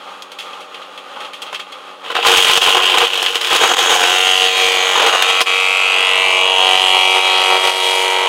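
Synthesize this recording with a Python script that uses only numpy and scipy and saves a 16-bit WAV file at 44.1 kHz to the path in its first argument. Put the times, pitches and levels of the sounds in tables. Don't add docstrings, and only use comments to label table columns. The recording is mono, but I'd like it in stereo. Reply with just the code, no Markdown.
import sys
import numpy as np
from scipy import signal
from scipy.fft import rfft, irfft
from scipy.io import wavfile
from scipy.ndimage import uniform_filter1d

SR = 44100
rng = np.random.default_rng(int(sys.argv[2]) if len(sys.argv) > 2 else 0)


def dump_mix(stems):
    frames = np.atleast_2d(stems).T
    limited = np.clip(frames, -1, 1)
    pcm = np.round(limited * 32767).astype(np.int16)
    wavfile.write(sys.argv[1], SR, pcm)


N = 365148
TIME = np.arange(N) / SR
IDLE_HZ = 94.2
LOW, MIDDLE, TREBLE = range(3)

# (frequency [Hz], level [dB])
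TUBE_COLOUR = [(40, -44), (110, -35), (200, -16), (330, -14), (520, -1), (680, -8), (830, 3.5), (980, -8),
               (1200, 4), (1750, -11), (3100, -3.5), (4800, -15), (10000, -20), (15000, -32)]
# (frequency [Hz], width [Hz], boost [dB])
TUBE_MODES = [(1046, 55, 5.5), (2650, 440, 4.5), (3280, 330, 5.5), (6650, 150, 9)]
# (frequency [Hz], level [dB])
CHAMBER_COLOUR = [(60, -47), (200, -27.5), (320, -14.5), (440, -8.5), (640, -7), (800, -6.5), (1400, -2.5),
                  (2100, -9.5), (2700, 1.5), (3350, -0.5), (4000, -10), (5000, -13), (8000, -16.5),
                  (15500, -29.5)]
# (frequency [Hz], width [Hz], boost [dB])
CHAMBER_MODES = [(361.5, 16, 8.5), (468.6, 33, 15.5), (745, 31, 7), (823, 68, 7.5), (1039.4, 39, 9.5),
                 (1194, 14, 3), (2460, 120, -2), (3475, 120, 2), (6700, 120, 8.5)]
# (time [s], outlet share [capped at 1], groan pitch [Hz], groan level [dB], scrape level [dB])
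OUTLET_AND_STALK = [(2.2, 0, 1030, -7, -15), (3.4, 0.03, 1040, -26, -35), (3.7, 0.01, 800, -21, 10),
                    (4.0, 0, 751.5, -5, 1), (4.5, 0.04, 737, -1.5, 0.5), (4.9, 0.23, 750, -32, -1),
                    (5.5, 0.67, 750, -15, -1), (5.8, 0.75, 1040, -11, -12), (6.4, 0.96, 1060, -2, 0),
                    (6.7, 0.8, 800, -1, -1), (7.0, 0.98, 860, 1, -17), (7.5, 1.2, 846, 1, -25),
                    (7.8, 1.02, 924, 1, -17), (8.28, 0.8, 930, 2, -2)]


def undb(db):
    return 10 ** (np.asarray(db) / 20)


def curves(table):
    times, *columns = np.transpose(table)
    return [np.interp(TIME, times, column) for column in columns]


def unit(x):
    return x / np.sqrt(np.mean(np.atleast_2d(x).mean(0) ** 2))


def drift(rate_hz):
    hold = int(SR / rate_hz)
    steps = np.repeat(rng.standard_normal(N // hold + 1), hold)
    return 1.279 * uniform_filter1d(uniform_filter1d(steps, hold), hold)[:N]


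def pan(x, db):
    return x * undb(np.array([[.5], [-.5]]) * db)


def band(x, register):
    # (bottom [Hz], top [Hz])
    edges = [(30, 1700), (1700, 4500), (4500, 18000)]
    return signal.sosfilt(signal.butter(4, edges[register], "band", fs=SR, output="sos"), x)


def causal(gain):
    cepstrum = irfft(np.log(gain))
    size = cepstrum.shape[-1]
    cepstrum[..., 1:] *= 2
    return np.exp(rfft(cepstrum[..., :size // 2], size))


def resonate(x, colour, modes, register, size=4096):
    hz = np.maximum(np.arange(size // 2 + 1) * SR / size, 1)
    colour_hz, colour_db = np.transpose(colour)
    db = np.interp(np.log(hz), np.log(colour_hz), colour_db)
    db += sum(boost / (1 + (2 * (hz - centre) / width) ** 2) for centre, width, boost in modes)
    ring = band(irfft(causal(undb(db))), register)
    return signal.oaconvolve(x, ring / np.linalg.norm(ring))[:N]


def reflect(x, wet_db, t60, width, size=8192):
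    mid, side = rng.standard_normal((2, size)) * np.exp(-np.log(1000) * TIME[:size] / t60)
    echoes = mid + width * side * np.array([[1], [-1]])
    echoes *= undb(wet_db) / np.linalg.norm(echoes[0])
    echoes[:, 0] += 1
    paths = rfft(echoes)
    paths *= causal(uniform_filter1d(np.abs(paths) ** 2, size=6) ** -.5)
    return signal.oaconvolve(x[None], irfft(paths), axes=1)[:, :N]


def fibres(per_second, spread_db):
    sizes = undb(spread_db * np.minimum(rng.exponential(size=N), 4))
    return unit(rng.standard_normal(N) * sizes * (rng.random(N) < per_second / SR))


def cracks(table, colour, modes, gain_db, low_db, treble_db, snap, snap_s=0.0021):
    drive = np.zeros((3, N))
    for time, db, low_tilt, treble_tilt, t60 in table:
        start = int(time * SR)
        age = TIME[:SR // 3][:N - start]
        fade = np.exp(-np.log(1000) * age / t60) + snap * np.exp(-age / snap_s)
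        tilt_db = np.array([[low_tilt + low_db], [0], [treble_tilt + treble_db]])
        drive[:, start:start + len(age)] += undb(db + tilt_db) * fade
    splinters = fibres(12000, 1.1)
    low, middle, treble = (resonate(splinters * drive[k], colour, modes, k) for k in range(3))
    thud = reflect(low, wet_db=-7, t60=0.08, width=1)
    click = reflect(middle + treble, wet_db=2.8, t60=0.075, width=4.4)
    return pan(undb(gain_db) * (thud + click), 2.9)


def motor_hum(passes):
    # (multiple of the shaft speed, level [dB])
    tones = [(4, -62), (6, -58), (8, -54), (10, -53.5), (11, -54), (12, -54), (13, -52), (14, -75),
             (18, -61), (20, -96), (24, -53), (26, -49), (31, -66)]
    shaft_angle = np.pi * passes + 0.014 * drift(3.5)
    hum = np.zeros(N)
    for multiple, db in tones:
        peak = np.sqrt(2) * undb(db + 1.3 * drift(6.6))
        hum += peak * np.sin(multiple * shaft_angle + 2 * np.pi * rng.random())
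    return hum


def air_rush(passes):
    rush = rng.standard_normal(N) * undb(2.04 * drift(14)) * (1 + 0.12 * np.sin(2 * np.pi * passes))
    low, middle, treble = (resonate(rush, TUBE_COLOUR, TUBE_MODES, k) for k in range(3))
    roar = undb(-35.5) * unit(reflect(low, wet_db=-0.44, t60=0.12, width=0.75))
    hiss = reflect(undb(-40) * middle + undb(-52.5) * treble, wet_db=1, t60=0.13, width=1)
    return roar + hiss


def stalk_taps():
    # (time [s], relative level [dB], low tilt [dB], treble tilt [dB], fade time [s])
    taps = [(0.2223, -19, -14, -3, 0.045), (0.3176, -18, -16.5, -8, .1), (0.3863, -14.5, -20, -11, 0.32),
            (0.5296, -21, -26, -17, .14), (0.605, -23.5, -13, -9.5, 0.19), (0.744, -15, -27, -18, 0.09),
            (0.8164, -20, -17, -19, .13), (0.976, -16, -13, -15, .09), (1.162, -26, 8, -24, 0.32),
            (1.204, -18, -16, -12.5, .19), (1.2475, -18, -6, -19, .12), (1.3333, -17, -18, -12, 0.21),
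            (1.4185, -10, -13, -7, .08), (1.4645, -20, -15, -21, 0.32), (1.5279, -14.5, -2, -14, 0.15),
            (1.5456, -11.5, -22, -15, 0.12), (1.5945, -13, -8, -14, 0.13), (1.722, -16.5, -25, -12, 0.1)]
    return cracks(taps, TUBE_COLOUR, TUBE_MODES, gain_db=-10.5, low_db=1.5, treble_db=0, snap=0.39)


def stalk_snaps(fade_s=0.044):
    # (time [s], relative level [dB], low tilt [dB], treble tilt [dB])
    snaps = [(2.117, -11.5, -6, -18), (2.152, -2.5, -1.5, -22), (2.1655, -2.5, -6, -26),
             (2.2272, -4, -15, -27), (2.2492, -6, 0, -25), (2.2683, 2, -19, -12), (2.371, -3, -10, -5),
             (2.497, 4, -9.5, -21), (2.5742, 3, -5.5, -13), (2.6157, -2, -16, -19), (2.9828, 2, -19, -12.5),
             (3.2261, -6.5, -2, -6), (3.262, 4, -24, -29), (3.3553, 1, -12, -18), (3.413, -3.5, -24, -15),
             (3.4458, -3.5, -17, -16), (3.47, -4, -27, -15), (3.562, 0.5, -11, -9), (3.6754, -4, -9, -14),
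             (3.789, -1, -9, -15), (3.9596, -9, -8, -8), (4.035, 2.5, -8, -19), (5.223, 5, -12, -17),
             (5.4053, 5, -11, -20), (5.4143, -6, -2, -5)]
    rows = [(*row, fade_s) for row in snaps]
    return cracks(rows, CHAMBER_COLOUR, CHAMBER_MODES, gain_db=-10, low_db=2, treble_db=6.5, snap=0.89)


def blade_load(attack_s=0.016, release_s=0.024):
    # (time [s], knock [dB], squeak [dB], crackle [dB])
    feed = [(2.03, -35.5, -36.0, -49), (2.22, -22, -22, -38), (2.27, -23, -11.5, -20.5),
            (2.63, -18.5, -12, -21.5), (2.89, -19.0, -13.5, -27.5), (3.1, -23.5, -16.5, -29),
            (3.41, -27, -22.5, -31), (3.62, -20, -17, -26), (4.01, -15.5, -15.5, -22),
            (4.32, -21.5, -13.0, -25.5), (5.1, -18.5, -16.5, -26.5), (5.72, -22.5, -14.5, -30.5),
            (6.51, -18.5, -14.0, -31.5), (6.94, -18.5, -12, -25.5), (7.48, -17.5, -15, -26),
            (7.74, -22.5, -21, -27.5), (7.86, -19.0, -16.5, -22.5), (8.28, -17, -18.5, -30)]
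    # (time [s], raggedness [0-1])
    settling = [(2.22, 0.93), (2.32, 0.46), (3.45, 0.71), (3.9, 0.4), (4.25, 0.05), (5.5, 0.02),
                (8.28, .02)]
    # (time [s], length [s], added knock [dB], added tearing [dB], added raggedness [0-1])
    bites = [(2.087, 0.031, 7, 3, 1), (2.139, 0.048, 6, 4, 1), (2.244, 0.097, 9.5, 0.5, 0.29),
             (2.351, 0.048, 4.5, 1.5, 0.26), (2.439, 0.072, 2.5, 0, 0.6), (2.656, 0.033, 5, 0.5, 0.43),
             (2.737, 0.067, 6.5, 0, 0.21), (2.838, 0.042, -1.5, 1.5, 0), (2.928, 0.061, 5.5, 1, 0.18),
             (3.002, 0.034, 11, 3, 0.2), (3.499, 0.055, 8.5, 5.5, 0.44), (3.602, 0.045, 10.5, 5.5, 0.55),
             (3.69, 0.025, 7, 2.5, 0.45), (3.781, 0.043, 0, 1, 0.2), (3.887, 0.067, 3.0, 2.5, 0.36),
             (4.25, 0.071, 2, 1, 0.02), (4.4, 0.056, 3, 1.5, 0.02), (4.579, 0.097, 2, 1.5, 0.04),
             (4.945, 0.143, 4.5, 1.5, 0.62), (5.057, 0.026, 1.5, 3, 0.13), (5.121, 0.029, 6, 2, 0.33),
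             (5.28, 0.019, 3, 4.5, 0.05), (6.568, 0.18, 2.5, 1.5, 0.02), (6.928, 0.046, 3.5, 0.5, 0.01),
             (7.14, 0.047, 3.5, 0, 0.12), (7.489, 0.075, 5, 1.5, 0.08), (7.628, 0.064, 5.5, 4.5, 0.09)]
    knock_db, squeak_db, crackle_db = curves(feed)
    ragged = curves(settling)[0]
    for start, length, push_db, tear_db, rough in bites:
        grip = np.clip(np.minimum((TIME - start) / attack_s, 1 + (start + length - TIME) / release_s), 0, 1)
        knock_db += push_db * grip
        squeak_db += tear_db * grip
        crackle_db += tear_db * grip
        ragged += rough * grip
    return knock_db, squeak_db, crackle_db, np.clip(ragged, 0, 1)


def follow_load(x, db, sides, first_stalk_s=2.03):
    # (time [s], length [s], dip [dB])
    gaps = [(2.137, 0.036, -6), (2.216, 0.032, -1.5), (2.243, .012, -1.5), (2.595, 0.031, -14),
            (2.804, 0.041, -4), (3.102, .05, -5), (3.325, 0.042, -2), (3.396, .026, -5.5),
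            (3.757, 0.02, -7.5), (3.979, 0.035, -3), (4.523, 0.072, -2.5), (5.115, 0.022, -1.5),
            (5.445, 0.033, -21), (7.218, 0.056, -2.5)]
    dip_db = sum(depth * np.exp(-(2 * (TIME - time) / length) ** 4) for time, length, depth in gaps)
    fed = np.interp(TIME, [first_stalk_s, first_stalk_s + 0.021], [0, 1])
    power = uniform_filter1d(x.mean(0) ** 2, round(3 * SR / IDLE_HZ))
    return pan(x * fed * undb(db + dip_db) / np.sqrt(power + 1e-9), curves(sides)[0])


def stalk_squeak(age, force, pitch_hz, swell_s, glide):
    t = age - 2 * swell_s
    swell = np.exp(-(t / swell_s) ** 2) * np.tanh(2 * age / swell_s)
    return unit(force * swell * np.sin(2 * np.pi * pitch_hz * t * (1 + glide * t)))


def shrill_scrape(tearing, db, pitch_hz=6620):
    scrape = signal.lfilter(*signal.iirpeak(pitch_hz, 13, fs=SR), tearing * fibres(6000, 3.4))
    return undb(db + 2 * drift(13)) * unit(band(scrape, TREBLE))


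def chamber(blows, torn, ragged, outlet, register, chips):
    # (frequency [Hz], level [dB])
    outlet_colour = [(90, -54), (270, -28.5), (350, -12), (520, -0.5), (800, -1.5), (1250, 0), (1500, -9),
                     (1900, -6.5), (2350, -3.5), (3250, 0), (3900, -8.5), (5300, -19), (9500, -21.5),
                     (15500, -41)]
    # (frequency [Hz], width [Hz], boost [dB])
    outlet_modes = [(381, 19, 9), (470, 26, 8), (644.4, 49, 2), (804, 42.9, 7), (850, 40, 2.5),
                    (1012.6, 23, 4), (1930, 160, 0.5), (2334, 46, 10), (2534, 31, 10), (3160, 99, -10),
                    (3243, 66, 6.5), (4130, 120, 5)]
    drive = np.sqrt(1 - ragged) * blows + np.sqrt(ragged + chips) * unit(torn)
    via_tube = resonate(drive, CHAMBER_COLOUR, CHAMBER_MODES, register)
    via_outlet = resonate(drive, outlet_colour, outlet_modes, register)
    share = np.clip(outlet, 0, 1)
    return (1 - share) * via_tube + share * via_outlet


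def strikes(passes, force):
    place = np.interp(np.arange(1, int(passes[-1])), passes, np.arange(N))
    i = np.minimum(place.astype(int), N - 2)
    late = place - i
    return np.bincount(i, force[i] * (1 - late), N) + np.bincount(i + 1, force[i] * late, N)


def blade_blows(passes, rate_hz, ragged, uneven_db=3.0, blade_db=1.47, bounce=0.48, slip=0.0463):
    contact = np.maximum(passes + slip * ragged * drift(60), 0)
    count = contact.astype(int)
    age = (contact - count) / rate_hz
    sharpness_db = blade_db * (-1) ** count
    force = undb(uneven_db * ragged * rng.standard_normal(N // 100)[count] + sharpness_db)
    bounces = sum(strikes(contact + rng.random() + 0.03456 * drift(1.2), force) for _ in range(4))
    return unit(strikes(contact, force) + bounce * bounces), force, age


def cutting(passes, rate_hz):
    # (time [s], squeak pitch [Hz], relative level [dB])
    rubbing = [(2.1, 3050, -1), (2.32, 3080, 1.5), (3.48, 2990, -2), (3.62, 2900, -7), (3.82, 3270, -7),
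               (4.09, 2869, -3.5), (4.44, 2970, -2.5), (4.55, 3055, -12), (4.8, 3180, -6), (5.19, 2820, -9),
               (5.47, 2664, -9), (5.66, 2510, 0.5), (6.36, 2816, 0), (6.82, 3014, .5), (7.08, 2864, -1),
               (7.32, 2890, -6), (8.28, 3050, -4)]
    # (time [s], left minus right [dB])
    knock_sides = [(2.1, -5), (2.72, -1.5), (5.15, -4.5), (5.58, 4), (6.49, -4.5), (7.19, -1.5), (8.28, -1)]
    squeak_sides = [(2.1, 10), (2.29, 4), (3.51, 7.5), (3.86, -6), (3.89, 8), (4.01, -4), (4.04, 7.5),
                    (4.92, 0.5), (5.01, 8), (5.09, 0.0), (5.32, 5.5), (6.37, 10.5), (6.83, 1.0),
                    (7.13, 5.5), (8.25, 6), (8.28, 15)]
    crackle_sides = [(2.1, 2), (2.25, -0.5), (3.32, 2), (3.87, -7.5), (4.37, 3.5), (4.58, -4), (6.42, 7),
                     (6.51, -0.5), (7.32, 7), (8.28, 1)]
    knock_db, squeak_db, crackle_db, ragged = blade_load()
    rub_hz, rub_db = curves(rubbing)
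    outlet, groan_hz, groan_db, scrape_db = curves(OUTLET_AND_STALK)
    blows, force, age = blade_blows(passes, rate_hz, ragged)
    tearing = force * (1.05 + 0.82 * np.exp(-((age - .003) / 0.0023) ** 2))
    even = np.sqrt(1 - ragged)

    groan = even * undb(groan_db) * stalk_squeak(age, force, groan_hz, swell_s=0.00258, glide=1.5)
    low = chamber(blows, tearing * fibres(3500, 1.26), ragged, outlet, LOW, chips=0.52)
    knock = reflect(low + groan, wet_db=-2, t60=0.095, width=1.16)

    rub = even * undb(rub_db) * stalk_squeak(age, force, rub_hz, swell_s=0.00125, glide=45)
    middle = chamber(blows, tearing * fibres(3000, 0.97), ragged, outlet, MIDDLE, chips=0.41)
    squeak = reflect(middle, wet_db=11, t60=0.095, width=1.11)
    squeak += 1.67 * reflect(rub, wet_db=1, t60=0.034, width=2)

    scrape = shrill_scrape(tearing, scrape_db)
    treble = chamber(blows, tearing * fibres(1500, 2.5), ragged, outlet, TREBLE, chips=1)
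    crackle = reflect(treble + scrape, wet_db=9, t60=0.075, width=0.92)
    return (follow_load(knock, knock_db, knock_sides)
            + follow_load(squeak, squeak_db, squeak_sides)
            + follow_load(crackle, crackle_db, crackle_sides))


def scene():
    # (time [s], pass rate [Hz])
    speed = [(2.2, 93.8), (2.47, 91.7), (2.59, 94.2), (2.7, 92.66), (3.0, 93.45), (3.37, 94.32),
             (3.57, 93.2), (3.72, 87.37), (3.9, 89.37), (4.03, 89.3), (4.22, 93.17), (4.95, 93.55),
             (5.11, 91.57), (5.26, 93.15), (5.58, 93.75), (6.5, 93.5), (7.75, 93.6), (8.28, 93.85)]
    rate_hz = np.where(TIME < speed[0][0], IDLE_HZ, curves(speed)[0])
    passes = np.cumsum(rate_hz) / SR
    stalks = stalk_taps() + stalk_snaps()
    motor = pan(motor_hum(passes) + air_rush(passes), 0.92)
    return motor + stalks + cutting(passes, rate_hz)


def record(dry, ceiling=0.9, knee=12, top_hz=15700):
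    clipped = dry / (1 + np.abs(dry / ceiling) ** knee) ** (1 / knee)
    return signal.sosfilt(signal.ellip(8, .2, 70, top_hz, fs=SR, output="sos"), clipped)


dry = scene()
out = record(dry)
dump_mix(out)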